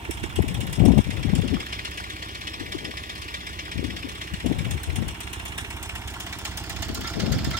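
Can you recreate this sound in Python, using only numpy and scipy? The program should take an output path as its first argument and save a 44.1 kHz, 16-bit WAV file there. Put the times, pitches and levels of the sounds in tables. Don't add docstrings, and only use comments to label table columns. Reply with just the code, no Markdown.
import sys
import numpy as np
from scipy import signal
from scipy.fft import rfft, irfft, next_fast_len
from scipy.io import wavfile
from scipy.ndimage import uniform_filter1d

SR = 44100
rng = np.random.default_rng(int(sys.argv[2]) if len(sys.argv) > 2 else 0)


def transcribe(u):
    v = np.clip(np.atleast_2d(u).T, -1, 1)
    q = np.round(v * 32767).astype(np.int16)
    wavfile.write(sys.argv[1], SR, q)


N = 334719
FIRINGS_PER_S = 16.086
EDGE_HZ = 15900

# start_s, aim (0 pond, 1 pump, 2 engine), left_port_late_ms,
# left_right_likeness (0-1, scaled later), nearness_db (trimmed later)
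CAMERA = [(0, 0.92, 0.29, 0.46, -1.1), (1, 0.51, 0.37, 0.41, 0.1), (1.6, 0.13, 0.41, 0.56, 3),
          (2.5, 0.012, 0.39, 0.77, 2), (4.0, 0.047, 0.4, 0.6, 1.55), (4.7, 0.68, 0.39, 0.42, 0.5),
          (5.2, 0.7, 0.33, 0.12, -0.6), (5.7, 1.08, 0.15, 0.65, -0.64), (6.7, 1.64, 0.12, 0.65, 1.5),
          (7.2, 1.88, 0.086, 0.54, 2), (7.59, 1.82, 0.02, 0.3, 4)]


def gain_of(db):
    return 10 ** (np.asarray(db) / 20)


def evened(x):
    return x / np.sqrt(np.mean(x ** 2) + 1e-20)


def read(points, hz):
    f, value = np.transpose(points)
    return np.interp(np.log(hz + 1), np.log(f + 1), value)


def add(mix, s, sound):
    part = mix[max(round(s * SR), 0):][:len(sound)]
    part += sound[:len(part)]


def coloured(x, points):
    size = next_fast_len(N)
    hz = np.fft.rfftfreq(size, 1 / SR)
    return irfft(rfft(x, size) * gain_of(read(points, hz)), size)[..., :N]


def tilted(x, db_per_octave):
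    return coloured(x, [(300, -3 * db_per_octave), (19200, 3 * db_per_octave)])


def resonance(x, modes, extra_db):
    size = next_fast_len(N)
    hz = np.fft.rfftfreq(size, 1 / SR)
    peaks = sum(gain_of(db + extra_db) * w / (w + 2j * (hz - f)) for f, w, db in modes)
    return irfft(rfft(x, size) * peaks, size)[..., :N]


def clicks_at(at, level_db):
    clicks = np.zeros(N)
    clicks[at] = gain_of(level_db)
    return clicks


def struck(clicks, rise_s, fall_s):
    t = np.arange(6000) / SR
    shape = (1 - np.exp(-t / rise_s)) ** 2 * np.exp(-t / fall_s)
    return signal.oaconvolve(clicks, shape / shape.max())[:N]


def firings():
    first_s, second_after_s, jitter_s = -0.0156, 0.0627, 0.0009
    knock_by_cylinder_db, knock_spread_db = (-33, -38), 1.5
    second_snap_db, snap_spread_db = -43.5, 2.6
    # aim (0 pond, 1 pump, 2 engine), level_db
    snap_by_aim = [(0, -37), (.7, -29), (1.5, -34.5), (2, -39.5)]
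    # time_s, extra_knock_db, extra_snap_db
    uneven_knocks = [(0.109, -1, 4), (0.232, 3.5, -6), (0.357, 1, 0.5), (0.543, 4, 8.5), (0.606, 1.5, -2),
                     (0.729, 0, 3.5), (0.854, -0.5, 5), (1.725, 3.5, -5), (1.787, 3.5, -3), (1.848, 3, 2),
                     (2.408, 3.5, 0), (2.533, 4.5, -3), (2.72, 2.5, 2), (3.339, 3.5, -2), (3.59, 2, -9),
                     (3.714, 1.5, -1), (4.646, 2, 2), (4.958, 0, 2.5), (5.577, 5.5, 2), (6.263, 4, 3),
                     (6.45, 4, 5), (6.573, -1, 7.5), (6.696, 0, 6), (6.822, 3, 6), (6.947, -3.5, 9),
                     (7.068, -2.5, 5), (7.32, 0, 7), (7.443, -3, 5)]

    k = np.arange(int(N / SR * FIRINGS_PER_S) + 2)
    second = k % 2
    late, knock, snap = rng.standard_normal((3, len(k)))
    s = first_s + k // 2 * 2 / FIRINGS_PER_S + second * second_after_s
    aim = np.interp(s, *np.transpose(CAMERA)[:2])
    first_snap_db = np.interp(aim, *np.transpose(snap_by_aim))
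    knock_db = np.take(knock_by_cylinder_db, second) + knock_spread_db * knock
    snap_db = np.where(second, second_snap_db, first_snap_db) + snap_spread_db * snap
    for when, more_knock_db, more_snap_db in uneven_knocks:
        near = np.argmin(abs(s - when))
        knock_db[near] += more_knock_db - knock_spread_db * knock[near]
        snap_db[near] += more_snap_db - snap_spread_db * snap[near]
    at = ((s + jitter_s * late) * SR).astype(int)
    heard = (at >= 0) & (at < N)
    return at[heard], second[heard] == 1, knock_db[heard], snap_db[heard]


def injector_snaps(noise, rattle, at, second, snap_db):
    # pitch_hz, gain_db
    snap_colour = [(1500, -50), (4000, -8.5), (8000, 4), (15000, 3)]
    # pitch_hz, gain_db
    spit_colour = [(4000, -21), (8000, -9.5), (12000, 8.5), (15000, 15)]
    early = -80
    snaps = np.roll(clicks_at(at, snap_db), early)
    spits = np.roll(clicks_at(at, snap_db + 7 * second), early)
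    snap = coloured(noise * struck(snaps, 0.0019, 0.014), snap_colour)
    spit = coloured(noise[::-1] * rattle * struck(spits, 0.00054, 0.0045), spit_colour)
    return gain_of(-3.0) * snap + gain_of(2.0) * spit


def knock_cracks(noise, knocks):
    hold_s = 0.01
    blows = struck(np.roll(knocks, 110), 0.00046, 0.0035)
    blows = uniform_filter1d(blows, size=round(hold_s * SR))
    return tilted(noise * blows, -1.0) * gain_of(6.0)


def clangs(at, knock_db):
    low_hz, high_hz, t60_s = 1653, 4798, 0.09
    below_knock_db, spread_db = -9, 4
    t, out = np.arange(4000) / SR, np.zeros((3, N))
    rise = (1 - np.exp(-t / 0.0015)) ** 2
    for sample, level_db in zip(at, knock_db):
        place, phase = rng.random((2, 3, 24, 1))
        hz = low_hz * (high_hz / low_hz) ** place ** 1.3
        size_db = level_db + below_knock_db + spread_db * rng.standard_normal(hz.shape)
        modes = gain_of(size_db - 60 * t / t60_s) * np.sin(2 * np.pi * (hz * t + phase))
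        for strand, ring in zip(out, modes.sum(1) * rise / np.sqrt(12)):
            add(strand, sample / SR, ring)
    return out


def gas_hiss(noise, rattle, at, snap_db):
    after_s = 0.021
    level_db = 0.52 * snap_db - 31 + 2 * rng.standard_normal(len(at))
    valves = np.roll(clicks_at(at, level_db), round(after_s * SR))
    return tilted(noise * rattle * struck(valves, 0.0037, 0.017), 6.1)


def ticks(noise, at, second):
    after_s = 0.0044
    # pitch_hz, gain_db
    tick_colour = [(500, -12), (1000, -2), (2500, 5.5), (4200, -51), (15000, -35)]
    level_db = -36.5 + 1.2 * rng.standard_normal(second.sum())
    clicks = np.roll(clicks_at(at[second], level_db), round(after_s * SR))
    return coloured(noise * struck(clicks, 0.00027, 0.0032), tick_colour)


def valve_clacks(noise, at):
    after_s = 0.0257
    # pitch_hz, gain_db
    clack_colour = [(400, -19), (800, 6), (1400, 6.5), (2500, -32), (6000, -40)]
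    level_db = -42 + 5.7 * rng.standard_normal(len(at))
    clicks = np.roll(clicks_at(at, level_db), round(after_s * SR))
    return coloured(noise * struck(clicks, 0.0027, 0.0039), clack_colour)


def tin_rattle(noise, knocks):
    buzz_db, heard_from_aim = -10.5, 1.15
    # time_s, level_db (of the shake, before the modes)
    rattles = [(7.04, -35.5), (7.065, -44), (7.239, -43), (7.531, -35.5)]
    # pitch_hz, width_hz, level_db (raised below)
    tin_modes = [(1370, 60, 6), (1780, 90, 2), (2050, 110, 2), (3280, 53, -3), (3640, 56, 2.5),
                 (5160, 59, -6)]
    aim = np.interp(np.arange(N) / SR, *np.transpose(CAMERA)[:2])
    facing = np.clip((aim - heard_from_aim) / (2 - heard_from_aim), 0, 1)
    shakes = knocks * gain_of(buzz_db) * facing
    for s, level_db in rattles:
        shakes[round(s * SR)] += gain_of(level_db)
    return resonance(noise * struck(shakes, 0.0051, 0.012), tin_modes, extra_db=11)


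def engine_metal():
    # pitch_hz, width_hz, level_db over the broad colour
    block_modes = [(669.6, 12, -2), (935, 4.6, 6), (1086, 9, 1), (1390, 16, -1.5), (2305, 19, -2.5),
                   (2856, 71, -3), (3310, 186, 3.5), (3537, 45, 6), (5187, 140, 5.5)]
    at, second, knock_db, snap_db = firings()
    knocks = clicks_at(at, knock_db)
    snap, crack, ring, gas, clatter = rng.standard_normal((5, 3, N))
    play = evened(uniform_filter1d(rng.standard_normal(N), 60))
    rattle = evened(gain_of(1.27 * play))

    metal = injector_snaps(snap, rattle, at, second, snap_db)
    metal += knock_cracks(crack, knocks)
    metal += tilted(ring * struck(knocks, 0.004, 0.02), -0.19) * gain_of(-6.5)
    metal += clangs(at, knock_db)
    metal += gas_hiss(gas, rattle, at, snap_db)
    metal += ticks(crack[::-1], at, second)
    metal += valve_clacks(gas[::-1], at)
    metal += tilted(clatter * rattle, -4.0) * gain_of(-42.5)
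    return metal + resonance(metal, block_modes, extra_db=0) + tin_rattle(ring[::-1], knocks)


def at_ports(strands):
    # pitch_hz, then pond_left_db, pond_right_db, pump_left_db, pump_right_db,
    # engine_left_db, engine_right_db for a camera aimed there
    colour = [(484, -9, -9, -1.5, -34, -27, -4), (692, -3, -7.5, -20.5, 7.5, 8.5, 4),
              (837, -7, -5, 4.5, 5.5, 1.5, -4.5), (1286, -5.5, 3.1, 1.5, -5, -12.5, 2),
              (1297, -3.5, -6, -3, 2, -11, 5), (1833, 4, 2.5, -1, 5.5, -4.5, 2),
              (2940, 2.5, -3, 3.5, 4.5, 2.5, -6.5), (2940, 0, -1.5, -1, 1, 5.5, -15),
              (4310, -3.5, -1, -3, -7, -9, 10), (4690, -9, -2, -18.5, -12, -7, 9.5),
              (5630, -2.5, -13, -3, -11.5, -1, -1.5), (6580, -16.5, -7, -10, -5.5, -12, 3),
              (8910, -16.5, -13.5, -4.5, -6, -13.5, -11.5), (10100, -18.5, -19, -13.5, -18.5, -20.5, -21),
              (14600, -39, -33, -25, -37, -19, -27)]
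    frame = 512
    alike_to_hz = 3490
    hz, t, spectra = signal.stft(strands, SR, nperseg=frame, noverlap=frame * 3 // 4)
    shared, own_left, own_right = spectra
    hz = hz[:, None]
    s, *columns = np.transpose(CAMERA)
    aim, late_ms, alike, near_db = (np.interp(t, s, c) for c in columns)

    alike = np.clip(1.55 * alike / (1 + (hz / alike_to_hz) ** 4), 0, 1)
    left = shared * np.exp(-2j * np.pi * hz * late_ms / 1000)
    pair = np.sqrt(alike) * np.array([left, shared])
    pair += np.sqrt(1 - alike) * np.array([own_left, own_right])

    f, *shades = np.transpose(colour)
    shades = np.array([read(np.transpose([f, c]), hz[:, 0]) for c in shades]).reshape(3, 2, -1, 1)
    weights = np.clip(1 - abs(np.clip(aim, 0, 2) - np.arange(3)[:, None]), 0, 1)[:, None, None]
    low_cut = hz ** 2 / (hz ** 2 + 350 ** 2)

    patches = rng.standard_normal(shared.shape)
    patches = uniform_filter1d(uniform_filter1d(patches, 7, axis=0), 9, axis=1)
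    patches = patches - uniform_filter1d(patches, 30, axis=0)
    patchy_db = (0.7 + 4.5 * hz / EDGE_HZ) * evened(patches)
    pair *= gain_of((shades * weights).sum(0) + near_db + 4.5 + patchy_db) * low_cut
    return signal.istft(pair, SR, nperseg=frame, noverlap=frame * 3 // 4)[1][:, :N]


def exhaust():
    # pitch_hz, width_hz, level_db
    pipe_modes = [(67.6, 11.5, -28.5), (92, 15.5, -27.5), (179.8, 9.5, -40), (238.6, 5.7, -41),
                  (306.8, 22.3, -33.5)]
    # time_s, left_db, right_db
    throb = [(0, -6, -7.5), (1.5, -6, -3), (3, -11.5, -7.5), (4.5, -7, -3), (5.5, -7.5, -2), (6.3, -8, -4),
             (6.8, -5, 0.5), (7.59, -1, 2.5)]
    first_puff_s, gulp_after_s, gulp_db = 0.0218, 0.027, -7
    lead_s = 0.5
    starts = first_puff_s + np.arange(-2, 122) / FIRINGS_PER_S
    t, out = np.arange(6000) / SR, np.zeros(N + SR)
    chance = rng.standard_normal((len(starts), len(pipe_modes), 2))
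    hz, width, db = np.transpose(pipe_modes)[:, :, None]
    for k, start in enumerate(starts):
        size_db = db + 2.0 * chance[k, :, :1] + 0.15 * (-1) ** k
        swing = np.sin(2 * np.pi * hz * t + 0.38 * chance[k, :, 1:])
        modes = gain_of(size_db) * np.exp(-np.pi * width * t) * swing
        kick = modes.sum(0) * (1 - np.exp(-t / 0.0011))
        add(out, start + lead_s, kick)
        add(out, start + lead_s + gulp_after_s, gain_of(gulp_db) * kick)
    s, *ports_db = np.transpose(throb)
    levels_db = [np.interp(np.arange(N) / SR, s, p) for p in ports_db]
    return out[SR // 2:][:N] * gain_of(levels_db)


def band(x, order, low_hz, high_hz):
    return signal.sosfilt(signal.butter(order, [low_hz, high_hz], "bandpass", fs=SR, output="sos"), x)


def puff(length, level_db, hz):
    t = np.arange(-length - .03, length + .03, 1 / SR)
    wander, hiss, shove = rng.standard_normal((3, len(t)))
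    wander = evened(uniform_filter1d(uniform_filter1d(wander, 220), 220))
    top_hz = max(576 + 25 * (level_db + 20.0), 1.23 * hz)
    turns = np.cumsum(hz * 1.05 * np.exp(0.23 * wander)) / SR
    phase = 2 * np.pi * (turns - turns[len(t) // 2]) + 0.87 * rng.standard_normal()
    swing = np.sqrt(2) * rng.choice([-1, 1]) * np.cos(phase)
    hiss = evened(band(hiss, 3, hz, top_hz))
    shove = evened(band(shove, 2, 48, 95))
    core = np.exp(-(t / (0.56 * length)) ** 2)
    stir = np.hanning(len(t)) * (gain_of(-14.5) * swing + gain_of(-7.5) * shove)
    return gain_of(level_db) * (core * (swing + gain_of(-11.0) * hiss) + stir)


def eddies(start, end, level_db, hz, port):
    gap_s, turns, spread_db, pitch_spread = 0.022, 1.6, -1, 0.32
    count = max(round((end - start) / gap_s), 1)
    s = np.linspace(start, end, count, endpoint=False)
    late, longer, louder, higher = rng.uniform(-0.988, 1, (4, count))
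    return np.transpose([s + 0.253 * gap_s * late,
                         turns / hz * (1 + 0.352 * longer),
                         level_db - 4 + spread_db * louder,
                         hz * np.exp(pitch_spread * higher),
                         port + 0 * s])


def buffet(start, end, level_db, hz):
    rumble_db, froth_db, froth_top_hz = -3.5, -14.5, 800
    low_hz, high_hz = 0.45 * hz, 1.49 * hz
    t = np.arange(0, end - start + 0.047, 1 / SR)
    settle = 2000
    low, high = rng.standard_normal((2, len(t) + settle))
    low = evened(band(low, 2, low_hz, high_hz)[settle:])
    high = evened(band(high, 1, high_hz, froth_top_hz)[settle:])
    fade = np.clip(np.minimum(t, t[-1] - t) / 0.034, 0, 1)
    return gain_of(level_db) * fade * (gain_of(rumble_db) * low + gain_of(froth_db) * high)


def wind():
    # start_s, length_s, level_db, pitch_hz (varied in the puff),
    # port (0 left, 1 right)
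    single_eddies = [(0.094, 0.008, -22.5, 327, 1), (0.239, 0.0046, -20, 237, 1),
                     (0.389, 0.0051, -12, 286, 0), (0.402, 0.0054, -9, 173, 0),
                     (0.438, 0.0069, -21.5, 155, 0), (0.462, 0.005, -23, 156, 0),
                     (0.487, 0.0078, -25, 133, 0), (0.58, 0.025, -21, 120, 0), (0.633, 0.0039, -21, 196, 0),
                     (0.779, 0.009, -18, 114, 0), (0.8, 0.0084, -11.5, 143, 0),
                     (0.815, 0.0094, -7.5, 124, 0), (0.836, 0.005, -12, 253, 0), (0.85, 0.014, -9, 227, 0),
                     (0.881, 0.012, -6, 236, 0), (0.897, 0.019, -9.5, 208, 0), (0.917, 0.0047, -12, 233, 0),
                     (0.935, 0.0054, -14, 218, 0), (0.971, 0.011, -8.5, 161, 0),
                     (0.986, 0.0062, -6, 187, 0), (1.069, 0.005, -18.5, 125, 0), (1.09, 0.007, -20, 212, 0),
                     (1.167, 0.008, -22.5, 122, 0), (1.248, 0.013, -18.5, 214, 0),
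                     (1.282, 0.012, -16.5, 116, 0), (1.296, 0.0088, -26, 194, 0),
                     (1.331, 0.01, -11, 136, 0), (1.351, 0.019, -23, 248, 0), (1.37, 0.0075, -27, 172, 0),
                     (1.386, 0.014, -14.5, 110, 0), (1.436, 0.026, -21, 244, 0),
                     (1.511, 0.0059, -21.5, 171, 0), (1.525, 0.0086, -18.5, 253, 0),
                     (1.535, 0.022, -17.5, 203, 0), (2.61, 0.0081, -26.5, 298, 0),
                     (2.748, 0.011, -26, 330, 0), (3.755, 0.0076, -27, 207, 0),
                     (3.771, 0.014, -26.0, 226, 0), (3.791, 0.0047, -20.0, 250, 0),
                     (3.827, 0.0041, -24.5, 302, 0), (3.844, 0.013, -24, 290, 0),
                     (3.859, 0.005, -30, 297.6, 0), (4.045, 0.015, -26.5, 319, 0),
                     (4.337, 0.0062, -22.5, 210, 0), (4.458, 0.0092, -16, 247, 0),
                     (4.497, 0.0092, -19.5, 149, 0), (4.513, 0.0068, -15.5, 182, 0),
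                     (4.524, 0.0053, -22, 137, 0), (4.606, 0.0075, -22, 129, 0),
                     (4.658, 0.017, -23, 161, 0), (4.754, 0.013, -27, 74, 0), (4.882, 0.023, -22, 70, 0),
                     (5.064, 0.012, -24, 84.4, 0), (4.983, 0.0067, -18, 171, 0),
                     (5.021, 0.0078, -19, 171, 0), (6.894, 0.0091, -27.5, 257, 0),
                     (7.165, 0.01, -22, 170, 0), (7.192, 0.0069, -23.5, 333, 0),
                     (7.231, 0.011, -19, 181, 0), (7.273, 0.014, -20, 245, 0), (7.291, 0.0081, -21, 139, 0),
                     (7.314, 0.013, -18, 144, 0), (7.339, 0.0071, -22.5, 218, 0),
                     (7.347, 0.0072, -26, 181, 1), (7.36, 0.0084, -19, 123, 1),
                     (7.377, 0.0084, -23, 187, 1), (7.47, 0.011, -22.5, 182, 0)]
    # start_s, end_s, level_db (trimmed later),
    # typical_pitch_hz, port (0 left, 1 right)
    gusts = [(0.156, 0.716, -36, 97.6, 1), (0.417, 0.739, -26.5, 129.6, 0), (1.121, 1.217, -23, 103.8, 0),
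             (2.594, 2.914, -38.5, 270, 0), (3.797, 3.971, -33, 210, 0), (4.536, 4.767, -24.5, 90.9, 0),
             (4.865, 4.963, -27, 86.7, 0), (5.045, 5.123, -32, 104, 0), (6.658, 7.009, -36.5, 79.3, 1),
             (6.882, 7.047, -33, 242, 0), (7.158, 7.3, -35, 132, 1), (7.379, 7.511, -27.5, 104.6, 1),
             (7.359, 7.542, -28.5, 129, 0), (1.245, 1.609, -28, 177, 0), (0.775, 1.0, -19.5, 151, 0),
             (3.873, 3.895, -30, 80.3, 0), (4.065, 4.105, -36.5, 307, 0), (4.445, 4.529, -23.5, 218, 0),
             (4.97, 5.042, -23.5, 127.6, 0), (7.151, 7.36, -26, 262, 0), (2.829, 2.897, -33.5, 317, 0)]
    out = np.zeros((2, N))
    all_eddies = np.vstack([single_eddies] + [eddies(*gust) for gust in gusts])
    for s, length, level_db, hz, port in all_eddies:
        add(out[round(port)], s - length / 2 - .03, puff(length, level_db, hz))
    for start, end, level_db, hz, port in gusts:
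        add(out[port], start - .02, buffet(start, end, level_db, hz))
    out = .95 * np.tanh(out / .95)
    return signal.sosfilt(signal.butter(3, 900, fs=SR, output="sos"), out)


def low_background():
    # pitch_hz, gain_db
    low_colour = [(30, -30), (50, -45), (70, 2), (120, 0.5), (250, -7), (400, -4.5), (600, -26.5),
                  (1000, -31)]
    shared, left, right = rng.standard_normal((3, N))
    noise = np.array([left, right]) + 1.25 * shared
    return gain_of(-46) * evened(coloured(noise, low_colour))


def scene():
    return at_ports(engine_metal()) + exhaust() + wind() + low_background()


def record(dry):
    cut = signal.sosfilt(signal.butter(3, 44, "highpass", fs=SR, output="sos"), dry)
    treble_limit = signal.firwin(301, EDGE_HZ, window=("kaiser", 9), fs=SR)
    return signal.oaconvolve(cut, treble_limit[None], "same")


dry = scene()
out = record(dry)
transcribe(out)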